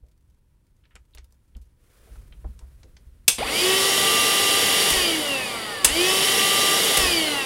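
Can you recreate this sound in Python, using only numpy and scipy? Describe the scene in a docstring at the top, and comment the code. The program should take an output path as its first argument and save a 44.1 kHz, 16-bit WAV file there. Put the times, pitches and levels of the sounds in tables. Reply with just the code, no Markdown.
"""A workbench in a small room, heard through one close microphone. Sleeves rustle, leads tick as they are
clipped to a battery, and hands take hold of a handheld vacuum, exciting the modes of case and bench.
Twice its switch snaps on: the motor spins up to almost 400 turns a second, whines at harmonics of its
rotation over the turbulent rush of its fan, is let go and coasts down against drag and friction."""
import sys
import numpy as np
from scipy import signal
from scipy.fft import rfft, irfft
from scipy.io import wavfile

SR = 44100
rng = np.random.default_rng(int(sys.argv[2]) if len(sys.argv) > 2 else 0)


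def output_pcm(signal):
    """Save a mono or channel-first signal as 16-bit PCM at the path in sys.argv[1].

    Samples are clipped to [-1, 1] before scaling.
    """
    pcm = np.clip(np.atleast_2d(signal).T, -1, 1) * 32767
    wavfile.write(sys.argv[1], SR, np.round(pcm).astype(np.int16))


N = 328545
TIME = np.arange(N) / SR
FREQ = np.maximum(np.arange(N + 1) * SR / (2 * N), 1)


def from_db(db):
    """Amplitude ratio: a factor of ten for every 20 dB."""
    return 10 ** (np.asarray(db) / 20)


def unit_rms(x):
    """Normalisation to unit mean power."""
    return x / np.sqrt(np.mean(x ** 2) + 1e-20)


def envelope_db(points):
    """Level envelope, interpolated linearly in time."""
    return np.interp(TIME, *np.transpose(points))


def spectrum_db(points):
    """Spectral envelope, interpolated over log frequency."""
    hz, db = np.transpose(points)
    return np.interp(np.log(FREQ), np.log(hz), db)


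def resonance_db(resonances):
    """Resonance and antiresonance: Lorentzian peaks and dips in level."""
    return sum(db / (1 + (2 * (FREQ - hz) / width) ** 2) for hz, width, db in resonances)


def coloured(x, db):
    """Minimum-phase filtering: folding the cepstrum makes the given response causal."""
    cepstrum = irfft(np.log(from_db(db)))
    cepstrum[1:N] *= 2
    cepstrum[N + 1:] = 0
    return irfft(rfft(x, 2 * N) * np.exp(rfft(cepstrum)))[:N]


def bandpass(x, order, edges_hz):
    """Band limiting by a Butterworth filter."""
    return signal.sosfilt(signal.butter(order, edges_hz, "band", fs=SR, output="sos"), x + 1e-18)


def noise(db):
    """Gaussian noise with the given spectral density level."""
    return coloured(rng.standard_normal(N) * np.sqrt(SR / 2), db)


def drift(per_s):
    """Random modulation of unit power, with per_s new values a second."""
    knots = rng.standard_normal(4000)
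    return unit_rms(np.interp(TIME * per_s, np.arange(len(knots)), knots))


def burst(s, t60):
    """Free decay: crowded modes struck at time s sum to exponentially damped noise."""
    out, age = np.zeros(N), TIME[:SR // 2]
    start = int(s * SR)
    decay = rng.standard_normal(len(age)) * from_db(-60 * age / t60)
    out[start:start + len(age)] = decay[:N - start]
    return out


def room(x, wet_db, t60, wall_hz):
    """Reverberation: dense, duller reflections follow the direct sound after 5 ms."""
    walls = signal.butter(2, wall_hz, fs=SR, output="sos")
    tail = signal.sosfilt(walls, burst(.005, t60)[:SR] + 1e-18)
    return x + from_db(wet_db) * signal.fftconvolve(x, tail / np.sqrt(np.sum(tail ** 2)))[:N]


# background spectrum: f/Hz, relative level/dB
ROOM_SPECTRUM = [(35, -14), (60, -15), (108, 3), (233, -18), (301, -14.5), (666, -35), (968, -21),
                 (1140, -37), (10300, -46), (16000, -42)]
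def room_tone(level_db):
    """Stationary noise, strongest in the bass, forms the floor of the room."""
    return from_db(level_db) * unit_rms(noise(spectrum_db(ROOM_SPECTRUM)))


# cloth friction spectrum: f/Hz, relative level/dB
SLEEVE_SPECTRUM = [(200, -0.5), (520, 2.5), (800, -9.5), (1300, -5), (2100, -8), (4000, -12), (7000, -14),
                   (10000, -10), (12500, -15), (16000, -16)]
# sliding as the hands move to the case: t/s, level/dB
SLEEVE_ENVELOPE = [(0, -78.5), (1.78, -74.5), (1.85, -66.5), (1.97, -61), (2.2, -59.5), (2.25, -65),
                   (2.6, -65), (3.25, -70)]
def sleeves(grain_db):
    """Sliding friction: cloth and skin give an uneven hiss."""
    level_db = envelope_db(SLEEVE_ENVELOPE) + grain_db * drift(82)
    return unit_rms(noise(spectrum_db(SLEEVE_SPECTRUM))) * from_db(level_db)


# bench rumble spectrum: f/Hz, relative level/dB
RUMBLE_SPECTRUM = [(12, -36), (20, -6), (59, 1.5), (76, -6), (92, -8), (150, -17), (258, -26), (400, -33.5),
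                   (520, -60), (880, -120)]
def bench_rumble(rest_db, lean_db, lean_at_s, rise_s, settle_s):
    """Structure-borne noise: the bench rumbles faintly, and more as arms lean on it, until they settle."""
    age = np.maximum(TIME - lean_at_s, 0)
    lean = np.minimum(age / rise_s, 1) * np.exp(-age / settle_s)
    return unit_rms(noise(spectrum_db(RUMBLE_SPECTRUM))) * (from_db(rest_db) + from_db(lean_db) * lean)


def touches(rows, t60, hollow_db, hollow_t60):
    """Impact excitation: each touch rings in its own band (t60 at 3 kHz); hollow plastic answers low."""
    out, hollow = np.zeros(N), np.zeros(N)
    for s, db, centre_hz, octaves in rows:
        edges = np.clip(centre_hz * 2 ** (np.array([-.5, .5]) * octaves), 10, .45 * SR)
        ring_s = t60 * (3000 / centre_hz) ** 0.32   # lows ring longer
        bandwidth_gain = np.sqrt(SR / 2 / np.ptp(edges))
        out += from_db(db) * bandwidth_gain * bandpass(burst(s, ring_s), 3, edges)
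        hollow += from_db(db) * burst(s, hollow_t60)
    return out + from_db(hollow_db) * bandpass(hollow, 2, [100, 1000])


def lead_ticks(until_s, per_s, softest_db, range_db, t60):
    """Random impacts: the handled leads brush each other in faint ticks."""
    draws = rng.random((int(per_s * until_s), 2))
    ticks = sum(from_db(softest_db + range_db * size) * burst(when * until_s, t60) for when, size in draws)
    return bandpass(ticks, 1, [1500, 12000])


# resonances of the case and its air passages: f/Hz, bandwidth/Hz, gain/dB
CASE_MODES = [(453, 21, 7), (771, 19, 6.5), (1140, 174, 4.5), (1954, 250, 7), (2188, 95, 5),
              (2930, 232, 10), (3116, 134, 7), (3400, 246, 8.5), (3556, 240, 3), (3805, 226, 10),
              (4170, 200, 8.5), (4618, 160, 13.5), (4840, 155, 6.5), (5250, 300, 8.5), (5480, 180, 3),
              (5760, 60, 14.5), (6120, 88, 9), (6760, 130, 8), (7150, 300, 5), (8030, 170, 6),
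              (8730, 72, 7), (9680, 850, 7.5), (11320, 380, 4), (13897, 160, 3.3)]
# clips and fingertips rubbing on plastic: t/s, level/dB, centre f/Hz, bandwidth/octaves
PLASTIC_RUBS = [(.03, -65, 500, 0.84), (.837, -67, 2300, 1.2), (.908, -63, 1900, 1.3),
                (1.135, -63, 3400, 0.54), (1.185, -63, 2200, 1.3), (1.615, -64.5, 5500, 2.7),
                (2.07, -59.5, 500, 1.0), (2.452, -47, 158, 1.0), (2.61, -60, 450, 2.4),
                (2.84, -56, 350, 1.2)]
# metal clips on the battery contacts: t/s, level/dB, centre f/Hz, bandwidth/octaves
CLIP_IMPACTS = [(.854, -56.5, 2390, 1.5), (.9544, -43.5, 3000, 3.0), (.962, -48, 1700, 1.5),
                (1.1493, -45, 5570, 2.9), (1.174, -45, 2000, 1.9), (1.1826, -44.5, 2800, 2.9),
                (1.2436, -54, 3000, 5), (1.3237, -57, 7500, 1.5), (1.5499, -54, 2600, 0.89),
                (1.5668, -54.5, 3200, 3.9)]
# fingers on hollow plastic: t/s, level/dB, centre f/Hz, bandwidth/octaves
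FINGER_KNOCKS = [(1.558, -46, 169, 1), (2.157, -52, 730, 1.9), (2.3237, -45.5, 2420, 1.2),
                 (2.4437, -39, 338, 2.5), (2.5912, -49, 3000, 3.4), (2.8315, -50, 2180, 3.2),
                 (2.9673, -47, 2880, 2)]
def taps(ring_share):
    """Contact noise: hard clips tick brightly, soft fingers knock dully, faintly coloured by the case."""
    clips = touches(CLIP_IMPACTS, t60=0.025, hollow_db=0.5, hollow_t60=0.076)
    leads = lead_ticks(until_s=1.7, per_s=17, softest_db=-72, range_db=6, t60=.04)
    rubs = touches(PLASTIC_RUBS, t60=0.13, hollow_db=-8, hollow_t60=.1)
    fingers = touches(FINGER_KNOCKS, t60=0.029, hollow_db=-2.5, hollow_t60=0.1)
    contacts = coloured(clips + leads + rubs + fingers, ring_share * resonance_db(CASE_MODES))
    return room(contacts, wet_db=-12, t60=0.089, wall_hz=11500)


# blows of the hands on the bench: t/s, level/dB
HAND_BUMPS = [(0.032, -40.5), (.945, -43), (1.155, -42), (1.19, -37.5), (1.56, -32), (2.12, -39),
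              (2.18, -36), (2.454, -26), (2.63, -33), (3.07, -41)]
# modes of the bench top: f/Hz, gain/dB, T60/s
BENCH_MODES = [(47.8, 0.5, 0.31), (64.8, 8, 0.3), (113, 0, 0.14)]
def bench_thuds(kicks, contact_s):
    """Damped oscillators: soft blows from the hands and kicks from the case drive the bench's low modes."""
    blows, out = np.zeros(N), 0
    for s, db in HAND_BUMPS + kicks:
        blows[int(s * SR)] = from_db(db)
    push = np.hanning(int(contact_s * SR))   # a soft contact presses in and lets go smoothly
    force = signal.fftconvolve(blows, push / push.sum(), "same") + 1e-18
    for hz, db, t60 in BENCH_MODES:
        radius, omega = from_db(-60 / (t60 * SR)), 2 * np.pi * hz / SR
        out += from_db(db) * signal.lfilter([1, -1], [1, -2 * radius * np.cos(omega), radius ** 2], force)
    return out


# the switch snapping on and off: t/s, relative level/dB
SWITCH_SNAPS = [(3.2806, -5.5), (4.903, -18), (5.8464, -6), (6.972, -15.5)]
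# spectrum of a snap: f/Hz, relative level/dB
SNAP_SPECTRUM = [(100, -12), (400, -8.5), (900, -13.5), (1400, -10), (2800, 0.5), (4000, -2.5), (5500, -3),
                 (8300, 0), (10500, -0.5), (13000, -7.5), (16000, -10)]
def switch(travel_s, travel_db, snap_t60):
    """Snap-through: the slider scrapes for an instant, then its spring flips and the case cracks."""
    hits = sum(from_db(db) * (burst(s, snap_t60) + from_db(travel_db) * burst(s - travel_s, t60=0.038))
               for s, db in SWITCH_SNAPS)
    return room(coloured(hits, spectrum_db(SNAP_SPECTRUM) + 7), wet_db=-10, t60=0.24, wall_hz=11300)


# spells under current: on t/s, off t/s, starting kick level/dB, stopping kick level/dB
MOTOR_RUNS = [(3.381, 4.906, -31, -26), (5.847, 6.977, -26, -22.5)]
def rotor(top_hz, spin_up_s, creep_hz, creep_s, drag_hz_per_s, friction_hz_per_s):
    """Torque balance gives turns per second and current (1 at stall, 0 at top speed or switched off)."""
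    turns, current = np.zeros(N), np.zeros(N)
    balance_hz = top_hz * np.sqrt(friction_hz_per_s / drag_hz_per_s)   # here drag equals friction
    for on_s, off_s, _, _ in MOTOR_RUNS:
        on, off = int(on_s * SR), int(off_s * SR)
        # driven: a leap towards top speed, then a slow creep
        age = TIME[:N - on]
        leap = (top_hz - creep_hz - turns[on]) * np.exp(-age / spin_up_s)
        turns[on:] = top_hz - leap - creep_hz * np.exp(-age / creep_s)
        current[on:off] = 1 - turns[on:off] / top_hz
        # coasting: square-law fan drag plus constant friction
        coast = np.arctan(turns[off] / balance_hz) - friction_hz_per_s * TIME[:N - off] / balance_hz
        turns[off:] = balance_hz * np.tan(np.maximum(coast, 0))
    return np.maximum(turns, 0), current


# a kick and its rebound: delay t/s, relative level/dB
RECOIL = [(0.015, -3.5), (.066, -2)]
def torque_kicks():
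    """Reaction torque: each start and stop kicks the case, which rocks back. Gives (t/s, level/dB)."""
    jumps = [jump for on_s, off_s, on_db, off_db in MOTOR_RUNS
             for jump in ((on_s, on_db), (off_s, off_db))]
    return [(s + delay_s, jump_db + db) for s, jump_db in jumps for delay_s, db in RECOIL]


def case_noise(spectrum):
    """Source and filter: noise rings in the case, which is too small to radiate deep bass."""
    bass_loss_db = 10 * np.log10(1 + (90 / FREQ) ** 4)
    return noise(spectrum_db(spectrum) + resonance_db(CASE_MODES) - bass_loss_db)


# brush friction spectrum: f/Hz, density level/dB
BRUSH_SPECTRUM = [(110.0, -66), (300.0, -62), (600.0, -62), (1500.0, -71.5), (2500.0, -68.5), (4000.0, -78),
                  (4900.0, -74.5), (5600.0, -89), (9000.0, -76.5), (15600.0, -91)]
def brush_scrape(speed, current, gain_db, inrush_db, chatter_db, chatter_s):
    """Sliding contact: brushes scrape with speed, grind under starting current, chatter when it is cut."""
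    released = sum((TIME > off_s) * np.exp(-np.abs(TIME - off_s) / chatter_s)
                   for _, off_s, _, _ in MOTOR_RUNS)
    scrape = speed ** 0.96 * from_db(chatter_db * released)
    grind = from_db(inrush_db) * current ** 2.6
    return from_db(gain_db) * case_noise(BRUSH_SPECTRUM) * (scrape + grind)


def cogging(angle, turns, current, level_db, whistle_db, rough_db, blur_rad):
    """Torque ripple: the five slots of the accelerating rotor jerk the case in a short rising growl."""
    slot_phase = 5 * angle + blur_rad * drift(150)
    growl = np.sin(slot_phase) * current ** 1.9
    whistle = np.sin(3 * slot_phase) * current ** 0.42
    jerks = (growl + from_db(whistle_db) * whistle) * from_db(rough_db * drift(220))
    return from_db(level_db) * jerks * np.clip(turns / 105, 0, 1) ** 4


# airflow spectrum at full speed: f/Hz, density level/dB
FAN_SPECTRUM = [(110.0, -71.5), (250.0, -67), (450.0, -58.5), (1000.0, -69.5), (1550.0, -66.5),
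                (3000.0, -64), (4300.0, -70.5), (6400.0, -68), (10000.0, -65.5), (12500.0, -68),
                (14500.0, -76), (15600.0, -73.5)]
def fan_rush(speed, gain_db):
    """Aerodynamic noise: the rush of the fan grows as a steep power of its speed."""
    return from_db(gain_db) * case_noise(FAN_SPECTRUM) * speed ** 3.72


FULL_SPEED_HZ = 396
# main tones: harmonic number, level/dB, loss per halving of speed/dB, fade-out rotation f/Hz
MAIN_HARMONICS = [(1, -36, 16.5, 221), (2, -39, 3, 205), (3, -35.5, 10, 195), (5, -39.5, 5, 150),
                  (7, -36, 8.5, 170), (10, -39.5, -4.5, 244)]
# weaker tones: harmonic number, level/dB, loss per halving of speed/dB
WEAK_HARMONICS = [(4, -51.5, -3.5), (6, -54, -6.5), (8, -45.5, 19), (9, -51, -6.5), (11, -66, -5),
                  (14, -42.5, 24), (35, -53, 10)]
# peaks and nulls on the main tones' way out of the case: f/Hz, bandwidth/Hz, gain/dB
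PATH_RESONANCES = [(356.5, 86, 10.5), (397.8, 28, -7.5), (700, 21, -16), (1007, 168, -17.5),
                   (1127, 190, 8.5), (1644, 225, -20), (1830, 300, 10), (2740, 530, 4.5), (3470, 360, -9)]
# slow swell of the main tones above the second harmonic: t/s, level/dB
UPPER_SWELL = [(3.87, -1.5), (4.2, 3), (4.55, 0.5), (4.95, 0), (6.0, -2), (6.45, 0.5), (6.72, 2.5),
               (6.85, -10), (6.97, 0)]
def whine(angle, speed, waver_db, beat_db, flutter_db, wander_db, main_blur_rad, weak_blur_rad):
    """Harmonics of rotation: imbalance, commutator and blades give tones that turbulence modulates."""
    # below full speed the tones glide and beat against their own reflections
    gliding = np.clip(10 * (1 - speed), 0, 1)

    def tone(k, depth_db, blur_rad):
        """Harmonic k under random phase and amplitude modulation."""
        phase = k * angle + rng.uniform(0, 2 * np.pi)
        jitter = k * blur_rad * (drift(35) + 1.3 * gliding * drift(90))
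        flicker_db = (depth_db + beat_db * gliding) * np.tanh(drift(20))
        return np.sqrt(2) * np.sin(phase + jitter) * from_db(flicker_db)

    out, turns = 0, speed * FULL_SPEED_HZ
    path_db, case_db = resonance_db(PATH_RESONANCES), resonance_db(CASE_MODES)
    swell_db = envelope_db(UPPER_SWELL)
    for k, db, fall_db, lowest_hz in MAIN_HARMONICS:
        level_db = db + fall_db * np.log2(speed) + np.interp(k * turns, FREQ, path_db)
        level_db += wander_db * np.tanh(drift(5)) + swell_db * (k > 2)
        fade = 1 / (1 + (lowest_hz / turns) ** 20)
        out += tone(k, waver_db, main_blur_rad) * from_db(level_db) * fade
    for k, db, fall_db in WEAK_HARMONICS:
        flare_db = np.interp(k * turns, FREQ, case_db)   # a tone flares as it crosses a resonance
        out += tone(k, flutter_db, weak_blur_rad) * from_db(db + flare_db + fall_db * np.log2(speed))
    return out * np.clip(speed / 0.63, 0, 1)


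# spectrum of the loose case buzzing: f/Hz, density level/dB
BUZZ_SPECTRUM = [(500, -84), (2200, -86), (3100, -63.5), (4000, -95), (4800, -65.5), (5700, -90),
                 (15000, -100)]
def case_buzz(turns, critical_hz, width_hz):
    """Critical speed: the rotor shakes the case hardest as it passes resonance, going up or down."""
    return case_noise(BUZZ_SPECTRUM) * np.exp(-((turns - critical_hz) / width_hz) ** 2)


def motor(throb_depth):
    """Rotating machinery: one shaft drives every source and modulates the noises once a turn."""
    turns, current = rotor(top_hz=398.1, spin_up_s=.094, creep_hz=14.2, creep_s=.522,
                           drag_hz_per_s=326, friction_hz_per_s=63.2)
    speed = np.maximum(turns, 1) / FULL_SPEED_HZ
    angle = 2 * np.pi * np.cumsum(turns) / SR
    air = fan_rush(speed, gain_db=-0.5)
    brushes = brush_scrape(speed, current, gain_db=0.5, inrush_db=-1, chatter_db=2, chatter_s=0.14)
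    buzz = case_buzz(turns, critical_hz=348, width_hz=27)
    tones = whine(angle, speed, waver_db=2.5, beat_db=4.5, flutter_db=4, wander_db=2,
                  main_blur_rad=0.041, weak_blur_rad=0.046)
    growl = cogging(angle, turns, current, level_db=-20, whistle_db=-14.5, rough_db=3, blur_rad=0.4)
    throb = 1 + throb_depth * np.cos(angle)
    turning = np.clip((turns - 2) / 10, 0, 1)
    return ((air + brushes + buzz) * throb + tones + growl) * turning


def scene():
    """Superposition: all sources add at one microphone, the same in both channels."""
    mono = motor(throb_depth=0.094)
    mono += switch(travel_s=0.0016, travel_db=-12.5, snap_t60=0.048)
    mono += taps(ring_share=0.049)
    mono += room_tone(level_db=-69)
    mono += bench_thuds(torque_kicks(), contact_s=0.019)
    mono += sleeves(grain_db=1)
    mono += bench_rumble(rest_db=-59.5, lean_db=-48, lean_at_s=1.99, rise_s=0.18, settle_s=1.15)
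    return np.array([mono, mono])


def record(dry):
    """Saturation and band limiting: the loudest snaps are rounded off and the top treble is cut."""
    ceiling, cutoff_hz = 0.85, 15800
    rounded = dry / (1 + (dry / ceiling) ** 4) ** (1 / 4)
    return signal.sosfilt(signal.ellip(12, .1, 80, cutoff_hz, fs=SR, output="sos"), rounded)


dry = scene()
out = record(dry)
output_pcm(out)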